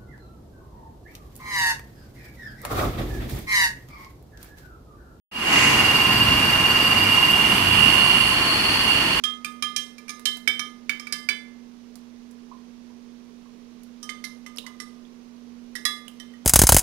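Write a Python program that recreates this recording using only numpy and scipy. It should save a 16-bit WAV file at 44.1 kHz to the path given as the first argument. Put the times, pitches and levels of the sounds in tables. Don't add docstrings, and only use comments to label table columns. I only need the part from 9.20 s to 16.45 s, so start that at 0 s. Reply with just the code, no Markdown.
import sys
import numpy as np
from scipy import signal
from scipy.fft import rfft, irfft, next_fast_len
from scipy.io import wavfile

SR = 44100
rng = np.random.default_rng(int(sys.argv[2]) if len(sys.argv) > 2 else 0)


def persist_wave(psi):
    counts = np.round(np.clip(psi, -1, 1) * 32767).astype(np.int16)
    wavfile.write(sys.argv[1], SR, np.atleast_2d(counts).T)


N = 319725
RING_TIME = np.arange(int(.56 * SR)) / SR

# t/s, contact level/dB, spoon level/dB, low wall level/dB, rim level/dB, rim f/Hz, lead overtone f/Hz
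HITS = [(0.0375, -28.5, -31, -27.5, -9, 3193, 6120), (0.2457, -37.5, -24.5, -32.5, -27, 3150, 5400),
        (0.4236, -27.5, -27, -25.5, -14.5, 3165, 4900), (0.562, -27.5, -33, -57, -16, 3164, 5490),
        (0.7814, -48, -42, -50, -49, 3170, 5150), (0.8812, -47, -38, -49, -63, 3150, 5920),
        (0.8926, -35, -32.5, -38.5, -48, 3170, 6210), (1.0548, -23.5, -32.5, -38, -11, 3118, 5330),
        (1.2752, -28.5, -13, -42.5, -12.5, 3115, 5228), (1.3934, -30, -27, -32, -23, 3130, 5610),
        (1.694, -33, -16.5, -46, -25.5, 3075, 5080), (1.7967, -40.5, -36, -41, -35.5, 3160, 5220),
        (1.8694, -46, -30, -45, -58, 3100, 4780), (1.924, -27.5, -31, -37.5, -27, 3114, 4920),
        (2.088, -29.5, -14, -48, -24.5, 3053, 4770), (4.8286, -38.5, -64, -42, -36, 3126, 5830),
        (4.8914, -42, -28.5, -40, -25.5, 3087, 4610), (5.04, -38, -29.5, -51, -41.5, 3115, 5680),
        (5.2624, -47.5, -38, -45.5, -39.5, 3084, 5560), (5.464, -46.5, -36, -47.5, -40, 2950, 4580),
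        (5.6006, -40.5, -33.5, -41.5, -43, 3088, 5550), (6.553, -34, -30, -53, -35.5, 3092, 5460),
        (6.6521, -22, -23.5, -28, -16.5, 3391, 5010), (6.999, -44.5, -47.5, -56, -30.5, 3090, 5700),
        (7.136, -65, -50.5, -58, -48, 3060, 5300)]
# t/s, spoon f/Hz, low wall f/Hz, ring time/share
SWIRL = [(0.04, 2411, 1251, 0.84), (0.56, 2381, 1214, 0.82), (1.28, 2268, 1236, 0.84),
         (2.089, 2303, 1197, 1), (4.97, 2088, 1232, 0.58), (5.599, 2016, 1216, 0.52),
         (6.6, 1928, 1207, 0.84), (7.0, 1910, 1213, 0.83)]


def clinks(bass_cut_hz=330):
    out = np.zeros(N)
    swirl_s, *curves = np.transpose(SWIRL)
    attack = 1 - np.exp(-RING_TIME / 0.0008)
    for s, contact_db, spoon_db, low_db, rim_db, rim_hz, lead_hz in HITS:
        spoon_hz, low_hz, ring = (np.interp(s, swirl_s, curve) for curve in curves)
        push_db = contact_db + 0.25 * (spoon_db - contact_db)
        body = glass_wall(low_hz, low_db, push_db, ring)
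        body += glass_rim(rim_hz, rim_db, spoon_db, ring)
        body += spoon(spoon_hz, spoon_db)
        top = sheen(contact_db, lead_hz, ring) + contact_click(contact_db, ring)
        add(out, s, attack * (body + skid(top, ring)))
    low_cut = signal.butter(2, bass_cut_hz, "high", fs=SR, output="sos")
    return signal.sosfilt(low_cut, out + 1e-18)


# f/Hz, level/dB against the push of the hit, t60/s
HIGH_WALL_MODES = [(1725, -5, 0.73), (2080, -8, 0.57)]


def glass_wall(low_hz, low_db, push_db, ring):
    low = from_db(low_db + 1.5) * twin_mode(low_hz, t60=0.49, split_hz=24, share=0.21)
    high = sum(from_db(push_db + db) * ring * mode(hz, t60 * ring) for hz, db, t60 in HIGH_WALL_MODES)
    return low + high


def glass_rim(hz, rim_db, spoon_db, ring):
    t60 = 0.31 * ring
    note = from_db(rim_db - 3) * twin_mode(hz, t60, split_hz=3.1, share=0.45)
    next_db = (rim_db + spoon_db) / 2 - 13.5
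    return note + from_db(next_db) * mode(hz * 1.143, t60)


# f/Hz, level/dB
KNOCK_EQ = [(100, -12), (350, -10.5), (700, -20.5), (1000, -9), (1500, 4), (2600, 1.5), (3600, -23),
            (8000, -24)]


def spoon(hz, db):
    decay = dying(t60=0.069) + from_db(-34) * dying(t60=0.12)
    ping = unit_attack(np.sin(2 * np.pi * hz * RING_TIME) * decay)
    return from_db(db + 2.5) * (ping + from_db(-12) * burst(KNOCK_EQ))


# f/Hz, level/dB, t60/s
LOW_SHEEN = [(2735, -11.5, 0.057), (3040, -65, 0.024), (3736, -4.5, 0.037), (3965, -3, 0.085),
             (4038, -1, 0.044), (4280, -30.5, 0.072), (4150, -24, 0.12)]
HIGH_SHEEN = [(5070, 0, 0.077), (5200, 4, 0.1), (5355, 0, 0.032), (5120, -22, .04), (5207, 12.5, 0.011),
              (5720, -10, 0.16), (6180, 3.5, 0.099), (5940, -14.5, 0.074), (6450, -6.5, 0.18),
              (6800, -11, 0.085)]


def sheen(contact_db, lead_hz, ring):
    high = from_db(-2.5) * overtones(HIGH_SHEEN, ring)
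    lead = from_db(1) * unit_attack(mode(lead_hz, t60=0.044 * ring))
    low = from_db(expand(contact_db, ratio=1.64) - 5) * overtones(LOW_SHEEN, ring)
    return low + from_db(contact_db) * (high + lead)


# f/Hz, level/dB, t60/s
TICK_MODES = [(8360, -7, 0.038), (8050, 2, 0.017), (9200, -9, 0.05), (9100, 0, 0.06), (9000, -8, 0.028),
              (10170, -1, 0.1), (10900, -1, 0.013), (11700, -2, 0.027), (12700, -6, .03)]
# f/Hz, level/dB
CRACK_EQ = [(250, 3), (800, -28), (1400, -5.5), (2600, -4.5), (5000, 7), (6500, 5), (7200, -1), (8500, 3),
            (10500, 0.5), (12500, -7.5), (16000, -28.5)]


def contact_click(contact_db, ring):
    db = expand(contact_db, ratio=1.015)
    return from_db(db - 15) * overtones(TICK_MODES, ring) + from_db(db + 4.5) * burst(CRACK_EQ)


def skid(hit, ring, slips_per_s=500):
    slip_db = -11.5 + 15 * (1 - ring)
    slipping = rng.random(len(hit)) < slips_per_s / SR
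    slips = slipping * rng.standard_normal(len(hit)) * from_db(slip_db) * dying(t60=0.07)
    slips[0] = 1
    return signal.fftconvolve(hit, slips)[:len(hit)]


# t/s, starting f/Hz, level/dB
BLIPS = [(3.314, 996, -35.5), (3.700, 936, -51.5), (4.257, 1040, -50), (5.372, 4940, -26),
         (5.384, 2810, -22.5), (5.385, 3580, -23), (5.441, 984, -43.5), (5.473, 1000, -42),
         (5.851, 3240, -45), (6.88, 2870, -29.5)]


def bubbles(cycles=13.7, rise=0.26):
    out = np.zeros(N)
    for s, hz, db in BLIPS:
        age = np.linspace(0, 1, int(cycles / hz * SR))
        phase = 2 * np.pi * np.cumsum(hz * (1 + rise * age ** 2)) / SR
        envelope = np.minimum(8 * age, 1) * (1 - age ** 3)
        add(out, s, from_db(db) * np.sin(phase) * envelope)
    return out


# t/s, level/dB
SNAPS = [(0.995, -43.5), (1.1702, -39), (2.7559, -44), (3.111, -53.5), (4.6338, -51), (5.361, -46),
         (5.372, -46), (5.3838, -35), (6.881, -42)]
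# f/Hz, level/dB
SNAP_EQ = [(1500, 0), (4000, -1), (6500, 1.5), (8500, 1.5), (11000, 3), (13000, -4.5), (16000, -14)]


def wet_ticks():
    out = np.zeros(N)
    for s, db in SNAPS:
        add(out, s, from_db(db + 0.5) * burst(SNAP_EQ))
    return out


# f/Hz, level/dB against its input
TILE_EQ = [(500, 5), (1000, -1), (1200, -4.5), (1750, -5), (2300, -11.5), (2700, -5.5), (3100, -7.5),
           (3900, -4), (6000, -7.5), (10000, -2.5), (16000, 5)]


def kitchen(send, predelay_s=0.00239, tail_cut_hz=7500):
    early, tail = rng.standard_normal((2, len(RING_TIME)))
    tail = signal.sosfilt(signal.butter(1, tail_cut_hz, fs=SR, output="sos"), tail)
    echoes = from_db(4) * early * dying(t60=0.07) + tail * dying(t60=0.35)
    echoes *= RING_TIME > predelay_s
    response = coloured(echoes / np.linalg.norm(echoes), TILE_EQ)
    return signal.fftconvolve(send, response)[:N]


# f/Hz, right level/dB, left offset/dB
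HUM_LINES = [(61, -65.5, -8.5), (119.9, -81, -22), (239.95, -39, -19.5)]


def appliance_hum(waver_db=1.37):
    t = np.arange(N) / SR
    knots = np.linspace(0, t[-1], num=40)
    waver = from_db(waver_db * np.interp(t, knots, rng.standard_normal(len(knots))))
    return waver * sum(from_db([[db + left_db], [db]]) * np.sin(2 * np.pi * (hz * t + rng.random()))
                       for hz, db, left_db in HUM_LINES)


# f/Hz, right level/dB per Hz
AIR_EQ = [(12, -76.5), (30, -100), (80, -96), (110, -80.5), (140, -88.5), (200, -75.5), (300, -81.5),
          (460, -77), (520, -84.5), (800, -91), (1050, -88.5), (1500, -93.5), (6200, -97), (7800, -108),
          (10500, -109), (15500, -120)]
# f/Hz, left minus right level/dB
AIR_LEFT_TRIM = [(60, -4), (110, -29), (200, -10), (380, -20.5), (700, -10), (1290, -11.5), (2380, -9),
                 (4400, -10.5), (8120, -9), (15000, -2.5)]
# f/Hz, left-right correlation
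AIR_CORRELATION = [(60, -0.084), (130, 0.59), (290, 0.99), (640, 0.4), (1410, -0.29), (3100, 0.18),
                   (6820, -0.3), (15000, 0.3)]


def fan_air():
    hz = np.fft.rfftfreq(N, 1 / SR)
    right, other = rfft(rng.standard_normal((2, N))) * from_db(at_hz(AIR_EQ, hz)) * np.sqrt(SR / 2)
    alike = at_hz(AIR_CORRELATION, hz)
    left = from_db(at_hz(AIR_LEFT_TRIM, hz)) * (alike * right + np.sqrt(1 - alike ** 2) * other)
    return irfft([left, right], N)


def mode(hz, t60):
    return rng.choice([-1, 1]) * np.sin(2 * np.pi * hz * RING_TIME) * dying(t60)


def twin_mode(hz, t60, split_hz, share):
    turn = 2 * np.pi * RING_TIME
    lower = (1 - share) * np.sin((hz - share * split_hz) * turn)
    upper = share * np.sin((hz + (1 - share) * split_hz) * turn)
    return (lower + upper) * dying(t60)


def overtones(modes, ring, detune=0.00775, scatter_db=2):
    out = np.zeros(len(RING_TIME))
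    for hz, db, t60 in modes:
        gain = from_db(db + scatter_db * rng.normal())
        out += gain * mode(hz * (1 + detune * rng.normal()), t60 * ring)
    return unit_attack(out)


def burst(eq, t60=0.021, size=4096):
    crack = coloured(rng.standard_normal(size) * dying(t60)[:size], eq)
    return unit_attack(np.pad(crack, (0, len(RING_TIME) - size)))


def coloured(x, eq):
    size = 2 * next_fast_len(len(x))
    gain = from_db(at_hz(eq, np.fft.rfftfreq(size, 1 / SR)))
    cepstrum = irfft(np.log(gain))
    cepstrum[1:size // 2] *= 2
    cepstrum[size // 2 + 1:] = 0
    return irfft(rfft(x, size) * np.exp(rfft(cepstrum)))[:len(x)]


def expand(db, ratio, firm_db=-28.5):
    return firm_db + ratio * (db - firm_db)


def unit_attack(x):
    return x / np.sqrt(np.mean(x[:int(.008 * SR)] ** 2))


def dying(t60):
    return from_db(-60 * RING_TIME / t60)


def from_db(db):
    return 10 ** (np.asarray(db) / 20)


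def at_hz(curve, hz):
    curve_hz, values = np.transpose(curve)
    return np.interp(np.log(hz + 1e-3), np.log(curve_hz), values)


def add(track, s, sound):
    start = round(s * SR)
    track[start:start + len(sound)] += sound[:N - start]


def scene(left_lag_samples=4):
    glass, liquid = clinks(), bubbles() + wet_ticks()
    direct = glass + liquid
    send = glass + from_db(-2.5) * liquid
    delayed = np.pad(direct, (left_lag_samples, 0))[:N]
    left = from_db(-26) * delayed + from_db(-14) * kitchen(send)
    right = direct + kitchen(send)
    return np.array([left, right]) + appliance_hum() + fan_air()


def record(dry, cutoff_hz=16200):
    return signal.sosfilt(signal.ellip(10, .1, 80, cutoff_hz, fs=SR, output="sos"), dry)


dry = scene()
out = record(dry)
persist_wave(out)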